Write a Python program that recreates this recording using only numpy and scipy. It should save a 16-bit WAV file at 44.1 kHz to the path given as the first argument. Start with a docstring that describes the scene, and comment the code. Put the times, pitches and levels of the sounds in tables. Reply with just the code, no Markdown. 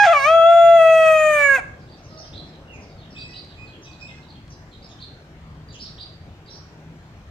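"""A backyard: a rooster crows once, close by, with a cracked opening, a dip, then a long sinking note.
The crow is a stack of harmonics coloured by the throat, with a half-pitch undertone and pulsed noise for rasp.
Small birds farther off are near-pure notes on gliding pitches, blurred by the yard's scattered echo.
Short noise bursts tick on the ground; shaped noise makes the low outdoor rumble, under a wavering hum."""
import sys
import numpy as np
from scipy import signal
from scipy.fft import rfft, irfft
from scipy.io import wavfile
from scipy.ndimage import uniform_filter1d

SR = 44100
rng = np.random.default_rng(int(sys.argv[2]) if len(sys.argv) > 2 else 0)


def store_wav(level_fs):
    """Save 16-bit WAV to argv[1]."""
    pcm = np.round(np.clip(np.atleast_2d(level_fs), -1, 1) * 32767)
    wavfile.write(sys.argv[1], SR, pcm.T.astype(np.int16))


N = 321930  # length in samples

# The syrinx's pitch. 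Each row: time in seconds, pitch in Hz before the final drop.
CROW_PITCH = [(0.0, 827.4), (0.05, 816.4), (0.072, 690.6), (0.09, 662.4), (0.12, 692), (0.142, 594),
              (0.214, 540.5), (0.24, 554.7), (0.28, 623.4), (0.306, 648.6), (0.354, 664), (0.414, 658.3),
              (0.508, 679.2), (0.764, 672.9), (0.802, 655), (1.014, 644.4), (1.302, 610), (1.55, 539)]
# How the crow is pushed and shaped. Each row: time in seconds, effort in dB, overtones in dB, gape from 0 to 1.
CROW_SHAPE = [(0.0, 2.4, 1.9, 0.86), (0.05, 1.7, -2.2, 0.83), (0.07, -1, 1.5, 0.17), (0.13, -2, 3.0, 0.32),
              (0.17, 0.7, 4, 0.29), (0.21, -8.5, 7, 0.4), (0.26, 0.2, 4.5, 0.57), (0.33, 1.5, -3, 0.0),
              (0.48, 1.9, -3, 0.04), (0.51, 1.8, -4.5, 0.0), (0.75, 1.25, -4, 0.3), (0.8, 1.17, -1.4, 0.58),
              (1.3, 2.5, -1.6, 1.0), (1.5, -1, -0.3, 0.99), (1.57, 1.9, -1.2, 0.63)]
# Resonances of windpipe and beak; the harmonics slide through them.
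# Each row: centre in Hz, width in Hz, gain in dB at gape 0, gain in dB at gape 1.
TRACT_RESONANCES = [(685.4, 84, -10.5, -6), (769.0, 114, -19, -10.0), (1241, 260, -13.0, -24.5),
                    (1586, 163, -36, -6.5), (2050, 300, -36.5, -18.5), (2287, 152, -22.5, -18.5),
                    (2563, 229.0, -30, -23.0), (3487, 1100, -30.5, -37)]
# Colour of the higher harmonics. Each row: frequency in Hz, relative level in dB.
TREBLE_COLOUR = [(3300, 3), (4000, -1), (4700, -4), (5500, -5.5), (6100, -1), (6700, 5.5), (7300, -7.5),
                 (7900, -3), (8600, -3.5), (9300, -24), (9900, -14.5), (10400, -21), (11200, -9),
                 (12300, -18.5), (13300, -5.5), (15500, -19.5)]
# Level of the higher harmonics together. Each row: time in seconds, level in dB before the trim.
TREBLE_LEVEL = [(0.0, -35), (0.098, -45.5), (0.258, -37), (0.366, -52.5), (1.294, -40), (1.532, -44.5),
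                (1.55, -40.5)]
TREBLE_TRIM_DB = 1.5
# The open beak lets the top of the spectrum out. Each row: time in seconds, tilt of the top in dB.
BEAK_TOP = [(0, -14.5), (.12, -6.5), (.25, -10), (.4, 2), (.52, 3), (1.0, 6.5), (1.3, 11.5), (1.6, 5)]
# Hoarseness. Each row: time in seconds, rasp in dB before the rasp trim.
HOARSENESS = [(.024, -40), (.035, -23.5), (.056, -20.5), (.11, -34), (.14, -28), (.21, -49), (.275, -34.5),
              (.33, -53.5), (.48, -63), (.503, -40), (.8, -57.5), (1.04, -51.5), (1.065, -35), (1.16, -60),
              (1.53, -49), (1.585, -32.5)]
# The throat's colour on rasp and undertone. Each row: frequency in Hz, relative level in dB.
THROAT_COLOUR = [(300, -40), (520, -15), (750, -4), (950, -11), (1300, -3), (1700, 0), (2000, -3),
                 (2400, -2), (3000, -11), (3400, -10), (4300, -19), (5500, -22), (7000, -17), (8700, -23),
                 (9800, -40), (15000, -42)]
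# Ground and wall reflections favour one ear, then the other.
# Each row: frequency in Hz, left over right in dB, left lead in radians.
EAR_BALANCE = [(550, 2.3, -.3), (680, 1.7, -.32), (820, -2, -.1), (1100, 0, .4), (1240, 9, .6),
               (1340, -.5, -.8), (1650, -6, -.2), (1780, -3, 1), (1880, 6, .2), (2020, 0, 0),
               (2300, -11, -1.5), (2450, 6, 0), (2570, -7, .6), (2720, -2, 1.4), (3070, 9, 1.2),
               (3200, -4, .2), (3320, 10, 1.3), (3900, -6, -1), (4500, 3, 0), (6700, 1, 1.6),
               (8200, 1, 1.6), (13000, -3, 2.5)]
# The crow is already under way at time 0; the echo level is how much of it the yard throws back.
CROW_START_S, CROW_ECHO_DB = -.15, -14.5
# The air runs out: pitch and level drop, then the syrinx shuts.
LET_GO_S, SHUT_S, DROP_HZ_PER_S, DROP_DB_PER_S = 1.556, 1.608, 1900, 280
# Pitch jitter of the clean voice, and more per unit of rasp amplitude, as shares of the pitch.
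JITTER_CLEAN, JITTER_RASP = 0.0015, .08
SHIMMER = 1.3  # unevenness of loudness from cycle to cycle, per unit of rasp amplitude
# The undertone grows with rasp (dB per dB) and as the bird tires; it comes and goes.
UNDER_DB, UNDER_FOLLOW, TIRING_DB_PER_S, UNDER_PATCHY_DB = -33, 0.44, 7.5, 2
# Late in the long note the voice nearly breaks to the half pitch.
BREAK_S, BREAK_WIDTH_S, BREAK_DB = 1.39, 0.054, 11

# All bird levels are before distance, ear balance and echo.
# Full chirps sweep up to a top, then hook down.
# Each row: start in seconds, length in seconds, top in Hz, level in dB.
FULL_CHIRPS = [(1.86, 0.089, 4940, -55.5), (2.104, 0.049, 5230, -55), (2.159, 0.052, 6020, -44),
               (2.32, 0.074, 4580, -42), (3.152, 0.076, 4770, -42.5), (3.326, 0.07, 4806, -40.5),
               (3.977, 0.068, 5500, -51), (4.805, 0.065, 5320, -51.5), (4.98, .06, 4620, -42),
               (5.781, 0.073, 5590, -40), (5.975, 0.056, 4810, -39), (6.48, 0.043, 5770, -46),
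               (6.529, 0.045, 5730, -47.5)]
# Share of the length spent rising; start and end pitch as shares of the top.
CHIRP_RISE, CHIRP_FROM, CHIRP_TO = .56, .56, .7
# Short chips slide down. Each row: start in seconds, top in Hz, level in dB.
SHORT_CHIPS = [(2.021, 6800, -56.5), (2.235, 5900, -49.5), (2.51, 4450, -55.5), (2.725, 7100, -58.5),
               (2.8, 6270, -55.5), (2.88, 5200, -58), (3.01, 3830, -54.5), (3.101, 5730, -53.5),
               (3.279, 5800, -48.5), (3.655, 4630, -52.5), (3.72, 3530, -50.5), (3.815, 6560, -50.5),
               (3.845, 4030, -52), (4.07, 3860, -50.5), (4.28, 4830, -51), (4.335, 3780, -56),
               (4.49, 6750, -55.5), (4.71, 4390, -50.5), (4.885, 6770, -57), (4.89, 4170, -51.5),
               (5.68, 4940, -50.5), (5.72, 7100, -51), (5.725, 3690, -46.5), (5.84, 4700, -45),
               (6.459, 4840, -50.5)]
CHIP_S, CHIP_FALL = .04, .25  # length; fall as a share of the top
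# Faint chips from the rest of the flock: pitch and level are centres of a random spread.
FLOCK_FROM_S, FLOCK_TO_S, FLOCK_PER_S, FLOCK_HZ, FLOCK_DB = 1.6, 4.6, 5, 4670, -56.5
# The other side of a small bird's syrinx sings along: share of the pitch, relative level.
SECOND_VOICE, SECOND_VOICE_DB = .84, -6
# Thin reedy whistles. Each row: start in seconds, length in seconds, start pitch in Hz, end pitch in Hz, level in dB.
REEDY_WHISTLES = [(3.135, 0.15, 2571, 2545, -43), (3.266, 0.049, 1956, 1976, -52),
                  (3.548, .12, 2454, 2522, -50.5), (3.845, 0.075, 2605, 2425, -51),
                  (3.991, .11, 2460, 2620, -45), (4.083, 0.057, 2110, 2080, -48)]
# One pure falling slur: start in seconds, length in seconds, start pitch in Hz, end pitch in Hz, level in dB.
FALLING_SLUR = (2.663, .135, 2920, 1900, -49)
# One soft low note, likely a hen: start in seconds, length in seconds, pitch in Hz, level in dB.
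HEN_NOTE = (2.095, .1, 628, -49.5)

# Dry ticks of feet and beaks on the ground. Each row: start in seconds, level in dB before the decay.
GROUND_TICKS = [(2.558, -53), (3.448, -52), (4.479, -49)]

# Outdoor air's spectrum. Each row: frequency in Hz, relative level per hertz in dB.
AIR_COLOUR = [(12, -34.5), (25, -19), (45, -6), (80, -0.5), (150, -4.5), (220, -10.5), (300, -12),
              (450, -16), (700, -16.5), (1000, -21.5), (1600, -22.5), (4000, -32.5), (7000, -40),
              (10000, -55), (15400, -55)]
# Left-right likeness of the air. Each row: frequency in Hz, likeness from 0 to 1.
AIR_LIKENESS = [(60, 1), (130, 1), (290, 0.98), (640, 0.9), (1410, 0.2), (3100, 0), (15000, 0.7)]
# Air from the left reaches that ear first. Each row: frequency in Hz, left lead in radians.
AIR_LEAD = [(20, 0), (780, 0.47), (1400, 1), (2400, 4.5), (4100, 10.5), (6800, 11)]
AIR_DB, HUM_HZ, HUM_DB = -44, 155.7, -54  # overall air level; centre pitch and level of the hum
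# The air swells once and settles, mostly in its middle (murmur) and a little in the bass (rumble).
SWELL_S, SWELL_WIDTH_S, MURMUR_DB, RUMBLE_DB = 2.48, 0.95, 5, 1

# The yard's echo. Each row: frequency in Hz, time to die by 60 dB in seconds.
YARD_DECAY = [(300, 1), (800, 0.87), (1700, 0.46), (3000, 0.48), (4500, 0.5), (8000, 0.54), (15000, 0.13)]
HISS_DB, CUT_HZ = -76, 15700  # the microphones' own hiss; the recorder's band limit


def rooster(rasp_trim_db=-1, gulp_s=1.586, gulp_hz=750, gulp_db=-22):
    """The syrinx buzzes on one pitch; strain adds jitter, a half-pitch undertone and pulsed rasp."""
    t = np.arange(CROW_START_S, SHUT_S, 1 / SR)
    size = len(t)
    rasp_db = over_time(HOARSENESS, t)[0]
    jitter = JITTER_CLEAN + JITTER_RASP * amp(rasp_db)
    spent = np.maximum(t - LET_GO_S, 0)
    hz = over_time(CROW_PITCH, t)[0] - DROP_HZ_PER_S * spent
    phase = 2 * np.pi * np.cumsum(hz * (1 + jitter * wander(size, 160))) / SR
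    shimmer = 1 + SHIMMER * amp(rasp_db) * wander(size, 110)
    ears = harmonics(t, hz, phase, jitter) * shimmer
    ears += undertone(t, hz, phase, rasp_db)
    ears += rasp(t, phase) * amp(rasp_db + rasp_trim_db)
    ears *= amp(-DROP_DB_PER_S * spent)
    # the windpipe rings briefly as the syrinx shuts
    gulp = np.exp(-((t - gulp_s) / 0.0067) ** 2) * np.sin(2 * np.pi * gulp_hz * t)
    ears += amp(gulp_db) * gulp
    ears *= np.clip((t[-1] - t) / 0.0084, 0, 1)
    early = round(-CROW_START_S * SR)
    ears = np.pad(ears, ((0, 0), (0, N + early - size)))
    # soft ground and plants give back little of the lowest harmonic
    thrown = signal.sosfilt(signal.butter(3, 800, "high", fs=SR, output="sos"), ears.mean(0))
    return (ears + amp(CROW_ECHO_DB) * yard(thrown))[:, early:]


def harmonics(t, hz, phase, jitter, count=28, flutter_db=.7, drift_db=.6, ripple_db=3, spread=.9):
    """The clear part of the crow at both ears; the throat delays each harmonic by its own amount."""
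    effort_db, overtones_db, gape = over_time(CROW_SHAPE, t)
    low = [tract(k * hz, np.clip(gape, 0, 1)) * amp(effort_db + overtones_db * (k > 1))
           for k in range(1, 6)]
    # the high harmonics share one level and slide through the throat's peaks and fine ripples
    high_hz = np.arange(len(low) + 1, count + 1)[:, None] * hz
    grid = np.arange(0, SR / 2, 170)
    ripples = ripple_db * np.interp(high_hz, grid, rng.standard_normal(len(grid)))
    top = over_time(BEAK_TOP, t)[0] * np.clip((high_hz - 6000) / 800, 0, 1)
    high = amp(over_hz(TREBLE_COLOUR, high_hz) + ripples + top)
    high *= amp(over_time(TREBLE_LEVEL, t)[0] + TREBLE_TRIM_DB) / np.sqrt((high ** 2).sum(0))
    fray = np.minimum(38 * jitter, .3)
    ears = np.zeros((2, len(t)))
    side = np.array([[.5], [-.5]])  # left, right
    for k, gain in enumerate([*low, *high], 1):
        # higher harmonics flutter more, and fray when the voice is strained
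        flutter = amp(flutter_db * np.log(k) * wander(len(t), 45))
        flutter *= 1 + fray * np.log(k) * wander(len(t), 110)
        flutter *= amp(drift_db * np.log(k) * wander(len(t), 9.8))  # and each swells and fades slowly
        pan = amp(side * over_hz(EAR_BALANCE, k * hz))
        pan /= np.sqrt((pan ** 2).mean(0))
        lead = side * over_hz(EAR_BALANCE, k * hz, order=2)
        ears += np.sqrt(2) * gain * flutter * pan * np.cos(k * phase + spread * k ** 2 + lead)
    return ears


def tract(hz, gape):
    """Gain of windpipe and beak resonances at these frequencies, each shifting in level with the gape."""
    power = 0
    for centre, width, narrow_db, wide_db in TRACT_RESONANCES:
        peak = amp(narrow_db + (wide_db - narrow_db) * gape)
        power = power + (peak / (1 + (2 * (hz - centre) / width) ** 2)) ** 2
    return np.sqrt(power)


def undertone(t, hz, phase, rasp_db):
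    """Alternate strong and weak cycles put lines halfway between the harmonics."""
    size = len(t)
    lines = np.zeros(size)
    for k in np.arange(1, 14) + .5:
        gain = amp(over_hz(THROAT_COLOUR, k * hz) + 3 * wander(size, 18))
        lines += gain * np.cos(k * phase + k ** 2)
    level_db = UNDER_DB + UNDER_FOLLOW * rasp_db + TIRING_DB_PER_S * t
    level_db += UNDER_PATCHY_DB * wander(size, 12)
    level_db += BREAK_DB * np.exp(-((t - BREAK_S) / BREAK_WIDTH_S) ** 2)
    return unit(lines) * amp(level_db)


def rasp(t, phase):
    """Air tears through the syrinx once a cycle: pulsed noise, partly shared by the ears."""
    size = len(t)
    noise = rng.standard_normal(size) + 0.46 * rng.standard_normal((2, size))
    puffs = noise * (1 + 0.51 * np.cos(phase))
    colour = amp(over_hz(THROAT_COLOUR, np.fft.rfftfreq(size, 1 / SR)))
    torn = irfft(rfft(puffs) * colour, size)
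    top = signal.sosfiltfilt(signal.butter(4, 6500, "high", fs=SR, output="sos"), torn)
    return unit(torn + (amp(over_time(BEAK_TOP, t)[0]) - 1) * top)


def birds(direct_db=-5, wall_db=-9, wall_s=0.02, echo_db=-3, right_db=2):
    """Small birds and a low note some way off: direct sound, a slap from a wall, and scattered echo."""
    song = np.zeros(N)
    for s, length, top_hz, db in FULL_CHIRPS:
        add(song, s, amp(db) * chirp(length, top_hz))
    for s, top_hz, db in SHORT_CHIPS:
        add(song, s, amp(db) * chip(top_hz))
    flock_s = FLOCK_TO_S - FLOCK_FROM_S
    for when, pitch, strength in rng.random((round(FLOCK_PER_S * flock_s), 3)):
        faint = amp(FLOCK_DB) * (.5 + strength) * chip(FLOCK_HZ * 2 ** (pitch - .5))
        add(song, FLOCK_FROM_S + when * flock_s, faint)
    for s, length, start_hz, end_hz, db in REEDY_WHISTLES:
        hz = start_hz + (end_hz - start_hz) * progress(length)
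        whistle = note(hz, second_db=-15, third_db=-19.5, waver=0.0048, waver_hz=90.5, flicker_db=3)
        add(song, s, amp(db) * whistle)
    s, length, start_hz, end_hz, db = FALLING_SLUR
    hz = start_hz + (end_hz - start_hz) * progress(length) ** 1.5
    add(song, s, amp(db) * note(hz, second_db=-32, third_db=-40, waver=0.019, waver_hz=90, flicker_db=3))
    s, length, hz, db = HEN_NOTE
    steady = np.full(int(length * SR), hz)
    add(song, s, amp(db) * note(steady, second_db=-3, third_db=-18, waver=0.019, waver_hz=60.3, flicker_db=2))
    near = amp(direct_db) * song
    add(near, wall_s, amp(wall_db) * song)
    ears = np.array([near, np.roll(near, 11)])  # the right ear hears it 11 samples later
    return (ears + amp(echo_db) * yard(song)) * amp([[-right_db], [right_db]])


def chirp(length, top_hz, swell_db=7):
    """Sweeps up, growing louder toward the top, then hooks down."""
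    u = progress(length)
    rising = np.maximum(1 - u / CHIRP_RISE, 0)
    falling = np.maximum((u - CHIRP_RISE) / (1 - CHIRP_RISE), 0)
    hz = top_hz * (1 - (1 - CHIRP_FROM) * rising ** 1.4 - (1 - CHIRP_TO) * falling ** 1.67)
    return unit(twitter(hz) * amp(-swell_db * rising))


def chip(top_hz):
    """A short slide downward."""
    return twitter(top_hz * (1 - CHIP_FALL * progress(CHIP_S) ** 1.4))


def twitter(hz):
    """Both sides of a small bird's syrinx warble along one pitch curve, the second lower and weaker."""
    upper, lower = (note(share * hz, second_db=-32, third_db=-54, waver=0.0171, waver_hz=169, flicker_db=6.0)
                    for share in (1, SECOND_VOICE))
    return unit(upper + amp(SECOND_VOICE_DB) * lower)


def note(hz, second_db, third_db, waver, waver_hz, flicker_db):
    """Three harmonics on a pitch curve, wavering fast in pitch and strength."""
    phase = 2 * np.pi * np.cumsum(hz * (1 + waver * wander(SR // 2, waver_hz)[:len(hz)])) / SR
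    tone = np.sin(phase) + amp(second_db) * np.sin(2 * phase) + amp(third_db) * np.sin(3 * phase)
    tone *= amp(flicker_db * wander(SR // 2, 120)[:len(hz)])
    return unit(tone * signal.windows.tukey(len(hz), .45))


def progress(length):
    """Runs from 0 to 1 over a note's length in seconds."""
    return np.linspace(0, 1, max(int(length * SR), 64))


def ticks(centre_hz=3500, width_octaves=0.62, decay_s=0.0038, echo_db=-10):
    """Grit and dry stalks snap under the foraging fowl: band-shaped noise that dies in milliseconds."""
    t, out = np.arange(1024) / SR, np.zeros(N)
    hz = np.fft.rfftfreq(len(t), 1 / SR)
    colour = np.exp(-(np.log2((hz + 1) / centre_hz) / width_octaves) ** 2 / 2)
    for s, db in GROUND_TICKS:
        snap = unit(irfft(rfft(rng.standard_normal(len(t))) * colour))
        add(out, s, amp(db) * snap * np.exp(-t / decay_s))
    return out + amp(echo_db) * yard(out)


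def air(patchy_db=2.0, swell_hz=450, left_db=0.55):
    """Low rumble and faint hiss, noise shaped in drifting patches, with a wavering distant hum."""
    frames, hz = N // 512 + 5, np.fft.rfftfreq(2048, 1 / SR)
    a, b, c, d, patches = rng.standard_normal((5, frames, len(hz))).transpose(0, 2, 1)
    patches = uniform_filter1d(patches, size=12, axis=0)
    patches = unit(uniform_filter1d(patches, size=10, axis=1))
    # the right ear shares part of the left ear's noise, a little later
    same = np.clip(over_hz(AIR_LIKENESS, hz), -1, 1)[:, None]
    left = a + 1j * b
    right = same * left + np.sqrt(1 - same ** 2) * (c + 1j * d)
    z = np.array([left, right * np.exp(-1j * over_hz(AIR_LEAD, hz))[:, None]])
    middle = np.exp(-np.log((hz + 1) / swell_hz) ** 2)[:, None]
    bass = 1 / (1 + (hz[:, None] / 170) ** 4)
    t = np.arange(frames) * 512 / SR
    swell = np.exp(-((t - SWELL_S) / SWELL_WIDTH_S) ** 2)
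    swell_db = swell * (MURMUR_DB * middle + RUMBLE_DB * bass)
    z *= amp(over_hz(AIR_COLOUR, hz)[:, None] + patchy_db * patches + swell_db)
    wash = unit(signal.istft(z, nperseg=2048, noverlap=1536)[1][:, :N])
    hum_phase = 2 * np.pi * np.cumsum(HUM_HZ + 4 * wander(N, 6.1)) / SR
    hum = unit((1 + .6 * wander(N, 1.7)) * np.sin(hum_phase))
    return (amp(AIR_DB) * wash + amp(HUM_DB) * hum) * amp([[left_db], [-left_db]])


def yard(x, gap=0.0063):
    """Scattered echoes from walls and plants, different at each ear, each band dying at its own speed."""
    taps = rng.choice([-1., 1.], (2, SR)) * (rng.random((2, SR)) < 2500 / SR)  # about 2500 a second
    taps *= np.clip(np.arange(SR) / SR / gap - .5, 0, 1)  # silent for half the gap, then fading in
    hz, t, z = signal.stft(taps, SR, nperseg=256)
    t60 = over_hz(YARD_DECAY, hz)[:, None]
    tail = signal.istft(z * amp(-60 * t / t60), SR, nperseg=256)[1]
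    return signal.fftconvolve(x[None], tail / np.linalg.norm(tail[0]), axes=1)[:, :len(x)]


def amp(db):
    """Decibels to gain."""
    return 10 ** (np.asarray(db) / 20)


def unit(x):
    """Scales to rms 1."""
    return x / np.sqrt(np.mean(x ** 2) + 1e-20)


def over_time(rows, t):
    """Each column of a curve table at the times t."""
    s, *columns = np.transpose(rows)
    return [np.interp(t, s, c) for c in columns]


def over_hz(rows, hz, order=1):
    """One column of a spectrum table on a log-frequency axis."""
    table = np.transpose(rows)
    return np.interp(np.log(hz + 1), np.log(table[0] + 1), table[order])


def wander(size, rate_hz):
    """Random motion of rms 1, mostly slower than the rate."""
    hz = np.fft.rfftfreq(size, 1 / SR)
    return unit(irfft(rfft(rng.standard_normal(size)) / (1 + (hz / rate_hz) ** 4), size))


def add(mix, s, sound):
    """Mixes a sound in at time s."""
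    part = mix[max(round(s * SR), 0):][:len(sound)]
    part += sound[:len(part)]


def scene():
    """The rooster in front, birds, ticks and air behind."""
    return rooster() + birds() + ticks() + air()


def record(dry):
    """The microphones' own faint hiss, then the recorder's band limit."""
    heard = dry + amp(HISS_DB) * rng.standard_normal(dry.shape)
    band_limit = signal.firwin(511, CUT_HZ, window=("kaiser", 9), fs=SR)
    return signal.oaconvolve(heard, band_limit[None], "same")


dry = scene()
out = record(dry)
store_wav(out)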